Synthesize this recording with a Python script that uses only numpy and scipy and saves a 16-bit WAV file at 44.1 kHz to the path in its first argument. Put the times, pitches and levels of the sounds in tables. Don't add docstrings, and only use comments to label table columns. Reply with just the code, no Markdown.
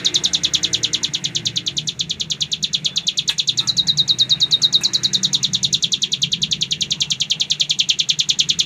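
import sys
import numpy as np
from scipy import signal
from scipy.fft import rfft, irfft
from scipy.io import wavfile

SR = 44100
rng = np.random.default_rng(int(sys.argv[2]) if len(sys.argv) > 2 else 0)


def level_to_linear(level):
    exponent = np.asarray(level, float) / 20
    return 10 ** exponent


def to_wav(sig):
    pcm = np.clip(np.atleast_2d(sig), -1, 1) * 32767
    pcm = np.round(pcm).astype(np.int16)
    wavfile.write(sys.argv[1], SR, pcm.T)


N = 381465
LEAD = SR // 10

# time in seconds, firing rate in Hz, level in dB.
LEAVING_ENGINE = [
    (0, 60, -36.5),
    (.8, 58.44, -36.5),
    (1.6, 57.97, -39.5),
    (2.4, 58, -63),
]


def at_hz(points, hz):
    points_hz, points_db = np.transpose(points)
    return np.interp(np.log(hz), np.log(points_hz), points_db)


def in_time(rows):
    s, *columns = np.transpose(rows)
    return [np.interp(np.arange(N) / SR, s, column) for column in columns]


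def rms_one(x):
    return x / np.sqrt(np.mean(x ** 2) + 1e-20)


def band_pass(x, order, low_hz, high_hz):
    return signal.sosfilt(signal.butter(order, [low_hz, high_hz], "band", fs=SR, output="sos"), x)


def drift(rate):
    r = np.exp(-80 * np.pi * rate / SR)
    slow = signal.lfilter([1], [1, -2 * r, r * r], rng.standard_normal(N // 40 + 2002))[2000:]
    return np.interp(np.arange(N) / 40, np.arange(len(slow)), rms_one(slow))


def banded_noise(spectrum, low_hz, high_hz, patchy_db):
    out = 0
    together = drift(0.53)
    white = rng.standard_normal((2, N))
    edges = np.geomspace(low_hz, high_hz, 15)
    for k, (low, high) in enumerate(zip(edges, edges[1:])):
        band = band_pass(white[k % 2], 2, low, high)
        flicker_db = patchy_db * (.3 * together + drift(6))
        out = out + band * level_to_linear(at_hz(spectrum, np.sqrt(low * high)) + flicker_db)
    return rms_one(out)


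def rumble():
    # frequency in Hz, density in dB per Hz.
    deep_spectrum = [(15, -54), (25, -27), (85, -1), (130, -18), (155, 12.5), (194, -0.5), (253, -30.5),
                     (358, -7), (454, -25), (552, -46), (700, -49), (910, -56), (1540, -120)]
    # centre in seconds, length in seconds, gain in dB.
    gusts = [
        (.5, 0.85, 4),
        (2.5, 1, 1.5),
        (3.9, 0.35, 4.5),
        (5.3, 0.37, 5.5),
        (6.665, 0.56, 2),
        (8.606, 0.41, 5.5),
    ]
    t = np.arange(N) / SR
    gust_db = sum(db * np.exp(-((t - s) / length_s) ** 2) for s, length_s, db in gusts)
    return level_to_linear(-42 + gust_db + 3 * drift(0.88)) * banded_noise(deep_spectrum, 26.2, 689.4, patchy_db=-2.0)


def traffic_wash():
    # frequency in Hz, density in dB per Hz.
    wash_spectrum = [(250, -9), (330, 2), (450, -5.5), (700, -7.5), (1100, -9.5), (2000, -6), (2500, -5),
                     (3300, -16), (4500, -35), (7300, -22), (8500, -27), (10000, -30), (12000, -46),
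                     (17000, -42)]
    # time in seconds, level in dB.
    swell = [
        (0.0, -37),
        (0.6, -41),
        (2.0, -47),
        (3.4, -47.5),
        (4.2, -42),
        (5.3, -43),
        (6.3, -49),
        (7.4, -48.5),
        (8.65, -46.5),
    ]
    wash_db, = in_time(swell)
    return level_to_linear(wash_db + 1.0) * banded_noise(wash_spectrum, 276, 16660, patchy_db=2.74)


def engine(rows, orders, rough):
    hz, db = in_time(rows)
    phase = 2 * np.pi * np.cumsum(hz * (1 + rough * drift(2.09))) / SR
    sound = 0
    for k, level_db in orders:
        wavering = level_to_linear(level_db + 4.0 * drift(2.85))
        sound = sound + wavering * np.sin(round(k) * phase + rng.uniform(0, 2 * np.pi))
    t = np.arange(N) / SR
    passing = np.clip(np.minimum(t - rows[0][0], rows[-1][0] - t) * 8 + 1, 0, 1)
    return level_to_linear(db) * passing * rms_one(sound)


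def far_engines():
    # time in seconds, firing rate in Hz, level in dB.
    slow_engine = [
        (0, 38.25, -54),
        (.5, 38.95, -40),
        (1.2, 38.27, -52),
        (1.9, 37.4, -51),
    ]
    passing_engine = [
        (3.3, 30.87, -53),
        (3.6, 30.59, -37),
        (4.5, 31.4, -42.5),
        (5.4, 31.74, -35),
        (5.75, 32.07, -44),
        (7.2, 33.5, -51),
        (7.6, 33.44, -49.5),
    ]
    # multiple of the firing rate, level in dB.
    leaving_orders = [(1, -29), (2, -0.5), (3, -0.5), (4, -7), (5, -6.5), (6, -3), (7, -21.5), (8, -13),
                      (9, -16), (11, -15), (13, -20.5), (15, -21)]
    slow_orders = [(2, 4.5), (4, -10), (8, 4), (9, -15), (11, -31), (12, -12)]
    passing_orders = [(2, -9.5), (4, 5), (5, -15), (6, 2.5), (7, -18.5), (8, -3.5), (9, -10), (10, -8.5),
                      (11, -7.5), (15, -25.5), (30, -15.5)]
    leaving = engine(LEAVING_ENGINE, leaving_orders, rough=0.0027)
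    slow = engine(slow_engine, slow_orders, rough=0.0017)
    return leaving + slow + engine(passing_engine, passing_orders, rough=0.0031)


def tyres():
    # frequency in Hz, width in Hz, level in dB.
    tyre_modes = [
        (1541, 51, -50),
        (2092, 89, -45.5),
        (1863, 31, -52),
    ]
    out = 0
    fade_db = in_time(LEAVING_ENGINE)[1] - LEAVING_ENGINE[0][2]
    for hz, width_hz, db in tyre_modes:
        b, a = signal.iirpeak(hz, hz / width_hz, fs=SR)
        whine = rms_one(signal.lfilter(b, a, rng.standard_normal(N)))
        out = out + level_to_linear(db + 1.6 * fade_db) * whine
    return out


def hum():
    beating_db = 4.5 * np.tanh(drift(4))
    hz = 147.7 * (1 + 0.014 * drift(10.5))
    return level_to_linear(-45.5 + beating_db) * np.sin(2 * np.pi * np.cumsum(hz) / SR)


def whistles(calls):
    out = np.zeros(N)
    for s, length_s, from_hz, to_hz, db in calls:
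        along = np.linspace(0, 1, round(length_s * SR))
        phase = 2 * np.pi * np.cumsum(from_hz + (to_hz - from_hz) * along) / SR
        swell = np.sqrt(np.abs(np.sin(np.pi * along)))
        out[round(s * SR):][:len(along)] += level_to_linear(db) * swell * np.sin(phase)
    return out


def insect():
    # start in seconds, length in seconds, from Hz, to Hz, level in dB.
    whines = [
        (.4, .09, 14400, 15500, -66),
        (.46, .08, 14800, 14100, -68),
        (.5, .105, 15500, 14700, -59),
        (.605, .05, 14700, 15600, -58),
        (.655, 0.034, 15760, 14600, -62),
        (.75, .055, 15000, 14550, -61),
        (.805, .04, 14550, 15400, -64),
        (1.165, .03, 15500, 14400, -64),
        (1.205, .012, 15400, 14400, -66),
    ]
    return whistles(whines)


def far_birds():
    # start in seconds, length in seconds, from Hz, to Hz, level in dB.
    pipes = [
        (2.89, 0.064, 3450, 3500, -36),
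        (3.03, 0.037, 3450, 3530, -44),
        (6.78, 0.065, 2750, 2780, -45),
        (6.96, .16, 2800, 2680, -39),
        (7.28, 0.174, 2810, 2700, -49),
        (7.55, 0.065, 2740, 2780, -45),
    ]
    return whistles(pipes) * level_to_linear(3.8 * drift(30.4))


def ticks():
    # frequency in Hz, decay time T60 in seconds.
    bar_modes = [(920, .05), (1180, .04), (1310, .05), (1670, .06), (1920, .05), (2100, .05), (2420, .045),
                 (2580, .045)]
    # time in seconds, ring in dB, struck near Hz, rattle in dB, top of the rattle in dB.
    touches = [(3.2936, -25.5, 1670, -26, 0), (3.294, -30, 920, -60, -9), (3.298, -48, 1326, -43, -4),
               (3.307, -27.5, 2500, -31, -3), (3.602, -33, 2580, -60, -9), (3.609, -34, 1250, -60, -7),
               (3.626, -31, 1310, -60, -9), (3.639, -35.5, 1310, -58, -9), (3.65, -35, 1430, -54, -11),
               (3.663, -36, 1310, -58, -17), (3.699, -37, 1250, -57, -7), (4.81, -29.5, 1770, -29, -2),
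               (4.81, -48, 920, -61, -9), (4.815, -29, 2360, -40, -12), (4.822, -47, 1717, -44, -12)]
    out = np.zeros(LEAD + N)
    t = np.arange(SR // 5) / SR
    air = signal.butter(4, 12500, "high", fs=SR, output="sos")
    for s, ring_db, near_hz, rattle_db, top_db in touches:
        noise = rng.standard_normal(len(t))
        ring = 0
        for hz, t60 in bar_modes:
            mistuning_db = -22 * abs(np.log2(hz / near_hz))
            ring = ring + level_to_linear(mistuning_db - 60 * t / t60) * np.sin(2 * np.pi * hz * t)
        rattle = rms_one(band_pass(noise, 2, 5000, 10000))
        rattle += level_to_linear(top_db) * rms_one(signal.sosfilt(air, noise))
        crack = rms_one(band_pass(noise, 1, 0.7 * near_hz, 3.1 * near_hz))
        touch = level_to_linear(ring_db - 5.5) * ring
        touch += level_to_linear(ring_db - 11.5 - 60 * t / 0.042) * crack
        touch += level_to_linear(rattle_db - 11.5 - 60 * t / 0.066) * rattle
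        at = LEAD + round(s * SR)
        out[at:at + len(t)] += touch
    return out


def note(rest_hz, glide_ms, length_ms, peak_db, start_db):
    # pitch in Hz, level in dB.
    throat = [(1800, -30), (2400, -13), (2900, -7), (3300, 0), (4200, -2), (4900, -11), (5600, -5.5),
              (6800, -5), (7600, -17.5), (8300, -35.5)]
    # frequency in Hz, level in dB.
    beak = [(7600, -53), (8800, -55), (10000, -27.5), (11200, -44), (13000, -43), (15000, -33),
            (17000, -44)]
    ms = np.arange(-4 * SR // 1000, 70 * SR // 1000) * 1000 / SR
    after = np.maximum(ms - length_ms, 0)
    slack = np.clip((3400 - rest_hz) / 1000, 0, 1)
    hz = rest_hz + (7000 - rest_hz) * np.exp(-ms / glide_ms) - 170 * slack * after
    hz = np.maximum(hz, 1500)
    phase = 2 * np.pi * np.cumsum(hz) / SR
    opening = 1 / (1 + np.exp(-(ms + 1.58) / 2.26))
    closing = level_to_linear(-5.0) * np.exp(-(after / 4.35) ** 2)
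    closing += (1 - level_to_linear(-5.5)) * np.exp(-(after / .6) ** 2)
    bright_db = (start_db + 8.5) * np.clip((hz - 4500) / 1200, 0, 1)
    tone = level_to_linear(at_hz(throat, hz) + bright_db) * np.sin(phase)
    overtones = np.zeros(len(ms))
    for k, db in enumerate([.1, -7, -10], 2):
        overtones += level_to_linear(db + at_hz(beak, k * hz)) * np.sin(k * phase) * (k * hz < 17000)
    turbulence = rms_one(signal.lfilter([1], [1, -1.7, .7225], rng.standard_normal(len(ms))))
    overtones *= .6 + .8 * turbulence
    overtones *= level_to_linear(0.93 * (start_db + 10))
    low_hz = 3300 + 1100 * np.exp(-(ms + 3) / 2.2)
    chirp = np.sin(2 * np.pi * np.cumsum(low_hz) / SR) * np.exp(-((ms + .2) / 2.3) ** 2)
    return level_to_linear(peak_db - 2.5) * (opening * closing * (tone + overtones) + level_to_linear(-19.0) * chirp)


def trill():
    # time the first whistle passes 7 kHz in seconds, notes, gap in ms.
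    bursts = [(0.0478, 3, 95.3), (0.3338, 3, 101.6), (0.6317, 4, 100.3), (1.0322, 3, 104.5),
              (1.3505, 6, 104.6), (1.9935, 4, 102.8), (2.4071, 3, 110.2), (2.7324, 3, 114.1),
              (3.0695, 4, 104.2), (3.4752, 3, 99.3), (3.7688, 3, 102.2), (4.0791, 7, 108.0),
              (4.8357, 7, 99.1), (5.5338, 4, 97.2), (5.9206, 6, 99.7), (6.513, 10, 98.5), (7.5016, 3, 97.2),
              (7.7898, 9, 100.0)]
    # time in seconds, pitch the notes sink toward in Hz,
    # effort as peak level in dB, beak opening as level of the high start in dB.
    singer = [(0.05, 3064, -5.5, -7.5), (.63, 2156, -7, -6), (1.1, 1814, -9.5, -6.5), (1.5, 1966, -8, -9),
              (1.95, 2400, -10.5, -9), (2.25, 1960, -10.5, -8), (2.45, 2510, -9, -8.5),
              (3.4, 2375, -7.5, -9), (3.67, 3707, -7.5, -10), (4.4, 3668, -6.5, -13), (5.0, 3630, -6, -8.5),
              (5.3, 2944, -7, -6.5), (5.9, 2685, -8, -6), (6.3, 2170, -7.5, -10.5), (6.9, 1776, -9, -6),
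              (7.4, 2200, -6.5, -9.5), (7.95, 1570, -4, -10), (8.6, 1740, -5, -7)]
    s = np.concatenate([start + np.arange(round(count)) * gap_ms / 1000 for start, count, gap_ms in bursts])
    s = np.append(s, 2 * s[0] - s[1])
    when, *columns = np.transpose(singer)
    rest_hz, peak_db, start_db = [np.interp(s, when, column) for column in columns]
    chance = rng.standard_normal((4, len(s)))
    khz_up = (rest_hz - 2400) / 1000
    glide_ms = 11.83 - 2.185 * khz_up + .4 * chance[0]
    held = np.clip((s - 3.62) / .2, 0, 1) * (s < 4.78)
    length_ms = 19.39 + 3.3 * khz_up + 11.4 * held + .7 * chance[1]
    peak_db = peak_db + .5 * chance[2]
    start_db = start_db + chance[3]
    out = np.zeros(LEAD + N + SR)
    for at_s, *shape in zip(s, rest_hz, glide_ms, length_ms, peak_db, start_db):
        sound = note(*shape)
        at = LEAD + round((at_s - .004) * SR)
        out[at:at + len(sound)] += sound
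    return out[:LEAD + N]


def rooftop(x):
    # delay in ms, level in dB, sign of the reflection.
    echoes = [(0.396, -16.4, -1), (0.88, -21.4, 1), (1.416, -17.3, -1), (2.508, -21.3, -1),
              (2.992, -21.4, -1), (4.476, -24.6, -1), (4.928, -17.4, -1), (5.74, -20.6, -1),
              (7.388, -24.9, -1), (7.8, -15.5, 1), (8.272, -24.0, 1), (12.536, -24.7, 1),
              (14.596, -24.9, -1), (15.348, -23.5, 1)]
    # decay time T60 in seconds, level in dB, farthest wall in seconds.
    yard = [
        (.08, -4.5, 0.16),
        (.28, -9, 0.063),
        (.55, -22, .5),
    ]
    # frequency in Hz, level in dB.
    sideways = [(500, 2.5), (2250, 12), (2750, 14.5), (3200, -0.5), (3800, -1.65), (5000, -2.5), (6000, -2),
                (7200, 6), (8500, 6), (10000, 1), (16000, -17)]
    near = np.zeros(SR // 25)
    near[0] = 1
    for ms, level_db, sign in echoes:
        near[round(ms * SR / 1000)] += sign * level_to_linear(level_db + 3.5)
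    out = signal.fftconvolve(x, near)[:len(x)]
    t = np.arange(SR // 2) / SR
    turn = np.arange(len(x)) / SR * 0.45
    colour = level_to_linear(at_hz(sideways, np.arange(1, len(t) // 2 + 2) * SR / len(t)))
    for posture in range(5):
        tail = 0
        for t60, db, wall_s in yard:
            shape = level_to_linear(-60 * t / t60) * np.clip((wall_s - t) / .025, 0, 1)
            tail = tail + level_to_linear(db) * rms_one(rng.standard_normal(len(t)) * shape) / np.sqrt(len(t))
        tail = irfft(rfft(tail * np.clip(t / 0.0025, 0, 1)) * colour, len(t))
        share = np.cos(np.pi / 2 * np.clip(turn - posture, -1, 1))
        out += signal.fftconvolve(x * share, tail)[:len(x)]
    return out[LEAD:]


def scene():
    far = rumble() + traffic_wash() + far_engines() + tyres() + hum()
    high = insect() + far_birds()
    return (far + high + rooftop(trill() + ticks()))[None]


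def top_cut(x):
    return signal.sosfilt(signal.butter(12, 16110, fs=SR, output="sos"), x)


def record(dry):
    hiss = level_to_linear(-70) * rms_one(np.diff(rng.standard_normal(N + 1)))
    thin = signal.sosfilt(signal.butter(2, 45, "high", fs=SR, output="sos"), dry + hiss)
    limited = 1.8 * np.tanh(thin / 1.8)
    cut = signal.sosfilt(signal.cheby2(14, 50, 15900, fs=SR, output="sos"), limited)
    return top_cut(cut)


dry = scene()
out = record(dry)
to_wav(out)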